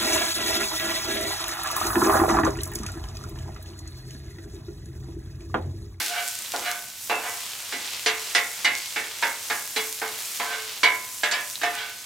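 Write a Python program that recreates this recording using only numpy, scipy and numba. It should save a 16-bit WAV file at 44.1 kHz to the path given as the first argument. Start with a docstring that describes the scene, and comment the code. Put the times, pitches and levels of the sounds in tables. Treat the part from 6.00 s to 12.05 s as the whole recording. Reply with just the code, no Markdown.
"""Spatula on a hot griddle

A steel spatula chops and scrapes eggs on a flat steel griddle in a shed, for about six seconds.
Blows and slides of the blade ring the plate's many modes, each a decaying sine wave.
Fat spits in short pops and sizzles in filtered noise and clicks, over a soft burner rumble."""
import sys
import numpy as np
from scipy import signal
from scipy.fft import rfft, irfft, next_fast_len
from scipy.io import wavfile
from scipy.ndimage import uniform_filter1d
from numba import njit

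SR = 44100
rng = np.random.default_rng(int(sys.argv[2]) if len(sys.argv) > 2 else 0)


def to_wav(s):
    """Save 16-bit WAV."""
    ch = np.atleast_2d(s).T  # columns
    pcm = np.round(np.clip(ch, -1, 1) * 32767)  # PCM
    wavfile.write(sys.argv[1], SR, pcm.astype(np.int16))


N = 266871  # samples


def undb(db):
    """Turn decibels into gain."""
    return 10 ** (np.asarray(db) / 20)


def level(x, db):
    """Scale a sound to an rms level in dB."""
    return x * undb(db) / np.sqrt(np.mean(x ** 2))


def on_log(hz, table, axis=1):
    """Read a table column between its rows, on a log-frequency axis."""
    rows = np.array(table, float)
    return np.interp(np.log(np.maximum(hz, 1)), np.log(rows[:, 0]), rows[:, axis])


def colour(x, table):
    """Filter a sound by a table of frequency in Hz and gain in dB."""
    size = next_fast_len(N)
    gain = undb(on_log(np.fft.rfftfreq(size, 1 / SR), table))
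    return irfft(rfft(x, size) * gain, size)[..., :N]


def walk(rate):
    """Random wandering: values held for 1 / rate seconds, then smoothed twice; spread near 1."""
    hold = int(SR / rate)
    steps = np.repeat(rng.standard_normal(N // hold + 1), hold)
    smooth = uniform_filter1d(uniform_filter1d(steps, hold), hold)
    return np.sqrt(2) * smooth[:N]


# Colour of the flame rumble. Each row: frequency in Hz, relative gain in dB.
BURNER_COLOUR = [(15, -41), (25, 1), (43, -10), (65, 3), (118, 8), (178, -4.5), (199, 5), (289, -2.5),
                 (352, 4.5), (400, -37), (520, -52), (880, -120)]


def burner():
    """Low flame rumble: dark noise, almost the same on both sides, slowly wavering in level."""
    mid, side = colour(rng.standard_normal((2, N)), BURNER_COLOUR)
    pair = np.array([0.81 * mid + 0.053 * side, 0.95 * mid - 0.14 * side])
    waver_db = 0.55 * walk(2.66)
    return level(pair, -60.5) * undb(waver_db)


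def crackle(rate, spread_db):
    """Bursting bubbles as clicks at random moments (rate per second), many small and few large."""
    size_db = spread_db * np.minimum(rng.exponential(size=N), 3.5)
    clicks = (rng.random(N) < rate / SR) * undb(size_db) * rng.choice([-1, 1], N)
    return level(clicks, 0)


# How the frying rises and falls; only changes around each column's mean count.
# Each row: time in seconds, treble in dB, middle in dB, top in dB.
FRYING_LEVELS = [(0, -37, -34, -34.5), (.08, -36.5, -38, -40), (.32, -39, -40, -41.5),
                 (.62, -39.5, -39.5, -43.5), (1.06, -42, -44, -43.5), (1.28, -38.5, -41.5, -43.5),
                 (1.53, -40.5, -40, -44.5), (1.8, -38.5, -38.5, -43.5), (2.63, -39.5, -39, -44),
                 (2.81, -37, -39.5, -42.5), (4.09, -39.5, -40.5, -41.5), (4.5, -39.5, -38, -43.5),
                 (5.04, -42.5, -41.5, -45), (5.36, -40.5, -46.5, -44.5), (5.76, -42.5, -40.5, -44.5),
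                 (6.05, -44.5, -43, -48)]
# Colour of the frying. Each row: frequency in Hz, relative gain in dB.
FIZZ_COLOUR = [(180, -48), (300, -22), (354, -21), (385, -10.5), (511, -11), (930, -7), (994, -7),
               (1190, -6.5), (7320, -0.5), (13300, -5), (16000, -0.5)]
# Stereo width of the frying. Each row: frequency in Hz, gain of the side noise in dB.
FIZZ_WIDTH = [(300, -18), (1000, -11), (2000, -7), (4000, -6), (8000, -8), (11000, -9), (15000, -11)]


def sizzle(hiss_db=-0.5):
    """Hiss and crackle of frying; each band has bubbles of its own, larger ones click through all."""
    s, treble_db, middle_db, top_db = np.transpose(FRYING_LEVELS)
    t = np.arange(N) / SR
    large_bubbles = crackle(400, 11.0)
    shared_flicker_db = 0.26 * walk(8)
    low, middle, high = (1.66 * walk(9) for _ in range(3))  # flicker in dB
    bands = ((253, 3600, middle_db, low), (1920, 5180, middle_db, middle),
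             (5000, 9600, treble_db, high), (9950, 14400, top_db, high))
    out = 0
    for lo_hz, hi_hz, db, flicker_db in bands:
        mid = undb(hiss_db) * rng.standard_normal(N)
        mid += undb(-7.0) * large_bubbles + undb(-4.5) * crackle(450, 3.9)
        side = colour(rng.standard_normal(N) + undb(-11) * crackle(300, 1.0), FIZZ_WIDTH)
        pair = colour(np.array([mid + side, mid - side]), FIZZ_COLOUR)
        bandpass = signal.butter(2, [lo_hz, hi_hz], "bandpass", fs=SR, output="sos")
        band = signal.sosfilt(bandpass, pair)
        out = out + band * undb(np.interp(t, s, db - np.mean(db)) + flicker_db + shared_flicker_db)
    return level(out, -34.5) * undb([[-.3], [.3]])  # slightly stronger on the right


# Big spits of fat, with levels before the high-pass and the shed.
# Each row: start in seconds, peak in dB, centre in Hz, left minus right in dB, cycles it lasts.
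BIG_SPITS = [(0.0618, -10, 7010, 7, 1), (0.065, -10, 8150, 0, 1.3), (0.0832, -12, 8200, 0, 1.8),
             (0.2788, -8.5, 8600, -10, 1.6), (0.2858, -6.5, 8500, 2, 1.7), (0.354, -11, 8400, -1, 1.6),
             (0.3894, -12.5, 8060, -3, 2.1), (0.4222, -13, 8890, -1, 1.8), (0.461, -20, 3800, -8, 2.6),
             (0.52, -8.5, 5560, -0.5, 0.56), (0.5627, -8, 5000, 3, .9), (0.5953, -12, 6190, -5, .8),
             (0.7152, -5.5, 6750, -1, .8), (1.8761, -18, 3530, -11, 2.7), (2.1963, -14, 5840, -3, 1.4),
             (2.7525, -7, 5880, -2, 1), (2.777, -12, 8830, -1, 1.5), (2.7854, -12, 7260, -1, 1.2),
             (3.271, -13, 5350, -2, 1), (3.9272, -9.5, 8690, -7, 1.4), (3.9994, -12.5, 7220, 1, 1.4),
             (4.0799, -15, 7290, 2, 1.4), (5.5, -11, 7330, 4, .9), (5.556, -14.5, 3930, -2, 5),
             (5.7524, -11, 8420, -1, 1.1)]


def spits(count=30):
    """Single loud pops, big ones listed and small ones at chance: a wave that dies in a few cycles."""
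    out = np.zeros((2, N + 256))
    t = np.arange(256) / SR
    when, size, pitch, side = rng.random((count, 4)).T
    small = np.c_[when * N / SR,
                  -19 + 3 * (2 * size - 1),  # peak dB
                  7000 * (.75 + .5 * pitch),  # Hz
                  6 * (2 * side - 1),  # left minus right dB
                  np.full(count, 1.3)]  # cycles
    for s, db, hz, pan_db, cycles in np.r_[BIG_SPITS, small]:
        pop = np.sin(2 * np.pi * hz * t) * np.exp(-2 * t * hz / max(cycles, .5))
        i = int(s * SR)
        ear_gain = undb(db + np.array([pan_db, -pan_db]) / 2)
        out[:, i:i + 256] += np.outer(ear_gain, pop / pop.max())
    highpass = signal.butter(2, 2000, "highpass", fs=SR, output="sos")
    return signal.sosfilt(highpass, out[:, :N])


def favour(hz, centre_hz, lift_db, width):
    """Lift in dB for modes close to the one that a spot on the plate excites best."""
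    return lift_db * np.exp(-(np.log(hz / centre_hz) / width) ** 2)


@njit
def ring(pole, ears, grit, rub, block, at, knock):
    """Each mode is kicked at the blows and shaken by grit under the blade; each ear has its own phase."""
    out = np.zeros((2, len(grit)))
    for m in range(len(pole)):
        z, k = 0j, 0
        for i in range(len(grit)):
            z = z * pole[m] + grit[i] * rub[m, i // block]
            if i == at[k]:
                z, k = z + knock[m, k], k + 1
            out[0, i] += (z * ears[0, m]).imag
            out[1, i] += (z * ears[1, m]).imag
    return out


# Blade landings. Each row: start in seconds, clang level in dB, thud and body (near 900 Hz) in dB
# against the clang, treble tilt in dB per octave, low favoured mode in Hz, its lift in dB,
# high favoured mode in Hz, its lift in dB.
LANDINGS = [(0.002, -22.5, -11, -11, -12, 836, 17, 1505, 9.5),
            (0.538, -28, 0.5, 8, -2, 706, 11.5, 1447, 9.5),
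            (1.097, -18, -8.5, 6.5, -6, 706, 5.5, 2680, 14.5),
            (1.724, -24, -3, -7, -2.5, 836, 12, 1505, 5.5),
            (2.061, -12.5, -15.5, -6, -1.5, 424, 9.5, 4400, 7),
            (2.349, -11.5, -19.5, -6.5, -1, 438, 7, 1940, 9.5),
            (2.646, -12, -16.5, -9.5, -3, 463, 5, 2100, 7.5),
            (2.96, -17, -14.5, -10.5, -7.5, 836, 12, 2250, 4),
            (3.225, -15, -15, -2.5, -6.5, 938, 12, 1675, 7), (3.5, -16, -17.5, -5.5, -6.5, 438, 7, 1657, 5),
            (3.762, -17.5, -12.5, -6, -1.5, 438, 6.5, 2285, 1.5),
            (4.017, -22.5, -10, 0, -9.5, 438, 9, 1505, 6),
            (4.398, -19.5, -12.5, 1, -7, 1012, 6.5, 1546, -4),
            (4.832, -8.5, -19, -6, -4.5, 1012, 11, 2244, 7), (5.234, -15.5, -19, -3, -3, 601, 11, 1657, 9),
            (5.312, -23.5, -14, -1.5, 2, 1082, 5, 1690, 2), (5.615, -23, -7.5, -7, -4, 601, 8, 1797, 6),
            (5.633, -17.5, -17, -2, -4.5, 706, 12, 1797, 9)]
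# Where a landing's colour is set, in Hz: thud, body, clang, then two octaves above the clang.
LANDING_HZ = [350, 900, 1900, 7600]
# Blade slides. Each row: start, hardest push and end in seconds, level in dB at the hardest push,
# tilt there in dB per octave, singing mode in Hz, its lift in dB, second mode in Hz, its lift in dB.
SCRAPES = [(0.065, 0.18, .24, -24, 1.5, 1505, 10, 706, 8.5),
           (0.606, 0.662, .77, -23.5, 2.5, 1505, 8.5, 706, 10),
           (1.15, 1.256, 1.36, -26, -1, 1082, 2, 1546, 8),
           (4.43, 4.522, 4.64, -26.5, 2, 1546, 10.5, 438, 6.5),
           (5.284, 5.327, 5.45, -23, 3, 1707, 5, 601, 9),
           (5.663, 5.785, 5.93, -28, 4.5, 1505, 7.5, 2168, 3)]
# Colour of the slides. Each row: frequency in Hz, gain in dB.
SCRAPE_COLOUR = [(250, -18), (700, -2), (1500, 1), (3000, 0), (6000, -15), (11000, -18)]
# Clear modes of the plate.
# Each row: frequency in Hz, relative level in dB, seconds to fall 60 dB (held to 0.03-0.7 below).
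CLEAR_MODES = [(220, -6.5, 0.26), (352.3, -4, 0.4), (438, 0.5, 0.44), (601, -7, 0.72), (706, -0.5, 0.44),
               (836, -16.5, 0.16), (849, -3, 0.5), (1012, -7.5, 0.9), (1082, -10, 1), (1290, -8.5, 0.56),
               (1447, -15, 0.17), (1505, -7, 0.74), (1546, -1.5, 0.32), (1657, -9, 0.27), (1675, -7, 0.42),
               (1707, -2, 0.18), (1797, -6.5, 0.17), (1992, -2.5, 0.49), (2062, -5, 0.32),
               (2100, -35, 0.54), (2168, -5.5, 0.38), (2176, -2, 0.48), (2285, -1, 0.32), (2310, -12, 0.41),
               (2477, -4, 0.15), (2830, -27, 0.38), (3390, -4, .25), (3560, -11.5, 0.37),
               (3805, -4.5, 0.35), (4520, -8, 0.22)]
# Close-packed modes between them, read between rows.
# Each row: frequency in Hz, relative level in dB, seconds to fall 60 dB (same limits).
PACKED_MODES = [(191, -18.5, 0.43), (430, -14, 0.5), (1060, -14.5, 0.36), (1850, -10.5, 0.38),
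                (4080, -7.5, 0.14), (6480, -8.5, 0.049), (11600, -21.5, 0.096)]
# Which side hears the plate more. Each row: frequency in Hz, left minus right in dB.
PLATE_BALANCE = [(250, -3), (500, -1), (1000, -2.5), (2000, -3), (4000, -2), (9000, 1)]
BLOCK = 32  # samples per step of the rubbing force
CHATTER_DB, CHATTER_S = 1.5, .015  # chatter after a blow: strength, decay time in seconds
SWELL_DB, EASE_DB = -13, -21.5  # push at a slide's start and end, under its hardest
DULL_PER_DB = 0.1866  # dB per octave of tilt lost for each dB of lighter push
SING_DB = -24  # sine amplitude, against grit at rms 1
LOW_WIDTH, HIGH_WIDTH = 0.039, 0.04  # reach of a lift in log frequency; up high a cluster rings together


def griddle(count=300, spot_db=2.0, phase_per_khz=0.27, grit_db=1.5):
    """The plate's modes, driven by blows, the chatter after them and slides."""
    dense = np.geomspace(200, 11000, count) * (1 + 0.00995 * rng.standard_normal(count))
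    hz = np.r_[[m[0] for m in CLEAR_MODES], dense]
    db = np.r_[[m[1] for m in CLEAR_MODES], on_log(dense, PACKED_MODES)]
    t60 = np.r_[[m[2] for m in CLEAR_MODES], on_log(dense, PACKED_MODES, axis=2)]
    t60 = np.clip(t60, .03, .7)
    pole = np.exp((2j * np.pi * hz - np.log(1000) / t60) / SR)  # one sample of turning and decay
    shake = np.sqrt(1 - np.abs(pole) ** 2)  # evens out how strongly steady noise rings each mode
    gain = rng.choice([-1, 1], len(hz)) * undb(db) / np.sqrt(np.sum(undb(db) ** 2))

    blows = np.array(LANDINGS, float)
    t = np.arange(N // BLOCK + 1) * BLOCK / SR
    knock = np.zeros((len(hz), len(blows)))
    rub = np.full((len(hz), len(t)), 1e-9)
    for k, (s, peak_db, thud_db, body_db, tilt_db, hz1, db1, hz2, db2) in enumerate(blows):
        tone_db = peak_db + thud_db, peak_db + body_db, peak_db, peak_db + 2 * tilt_db
        # every landing spot sits differently on each mode shape
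        spot = spot_db * rng.standard_normal(len(hz))
        spot += favour(hz, hz1, db1, LOW_WIDTH) + favour(hz, hz2, db2, HIGH_WIDTH)
        size = gain * undb(on_log(hz, list(zip(LANDING_HZ, tone_db))) + spot)
        knock[:, k] = size * rng.choice([-1, 1], len(hz))
        fade = (t > s) * np.exp(-np.maximum(t - s, 0) / CHATTER_S)
        rub += undb(CHATTER_DB) * np.outer(size * shake, fade)

    # grit is noise with uneven grains
    grain_db = grit_db * np.minimum(rng.exponential(size=N), 5)
    grit = level(rng.standard_normal(N) * undb(grain_db), 0)
    for *s, push_db, tilt_db, hz1, db1, hz2, db2 in SCRAPES:
        on = np.flatnonzero((t >= s[0]) & (t <= s[-1]))
        spot = on_log(hz, SCRAPE_COLOUR) + spot_db * rng.standard_normal(len(hz))
        spot = spot + favour(hz, hz1, db1, width=0.072) + favour(hz, hz2, db2, width=0.027)
        under_db = np.interp(t[on], s, [SWELL_DB, 0, EASE_DB])
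        octaves = np.log2(hz / 1500)
        force_db = push_db + under_db + np.outer(octaves, tilt_db + DULL_PER_DB * under_db)
        # stick and slip lock on to the favoured mode, so it sings steadily
        i = np.arange(int(s[0] * SR), int(s[-1] * SR))
        locked_hz = hz[np.argmin(abs(hz[:len(CLEAR_MODES)] - hz1))]
        grit[i] += undb(SING_DB) * np.sin(2 * np.pi * locked_hz * i / SR)
        rub[:, on] += (gain * shake * undb(spot))[:, None] * undb(force_db)

    # the two ears differ in level and phase for each mode
    turn = phase_per_khz * np.minimum(hz / 1000, 3) * rng.standard_normal(len(hz)) / 2
    lean = undb(on_log(hz, PLATE_BALANCE) / 2) * np.exp(1j * turn)
    ears = np.array([lean, 1 / lean])
    at = np.r_[(blows[:, 0] * SR).astype(int), -1]  # -1 ends the list
    plate = ring(pole, ears, grit, rub, BLOCK, at, knock)
    # the plate's sound is cut steeply below 190 Hz
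    highpass = signal.butter(6, 190, "highpass", fs=SR, output="sos")
    return signal.sosfilt(highpass, plate)


def shed(x, t60=0.15, wet_db=-7.5, wide=0.44):
    """A short diffuse tail from the wooden walls: fading noise, much alike on both sides."""
    t = np.arange(int(.4 * SR)) / SR
    fade = np.exp(-np.log(1000) * t / t60) * (t > .004)  # starts after 4 ms
    mid, side = rng.standard_normal((2, len(t))) * fade
    padded = np.pad(side, (0, N - len(t)))
    side = wide * colour(padded, [(300, -6.5), (2000, 3)])[:len(t)]
    tail = np.array([mid + side, mid - side]) / np.sqrt(np.sum(mid ** 2))
    return x + undb(wet_db) * signal.fftconvolve(x, tail, axes=1)[:, :N]


def scene():
    """Plate and pops ring in the shed, over frying and flame."""
    return shed(griddle() + spits()) + sizzle() + burner()


def record(dry):
    """A steep low-pass filter removes the top, above 15.9 kHz."""
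    lowpass = signal.ellip(10, .2, 80, 15900, fs=SR, output="sos")
    return signal.sosfilt(lowpass, dry)


dry = scene()
out = record(dry)
to_wav(out)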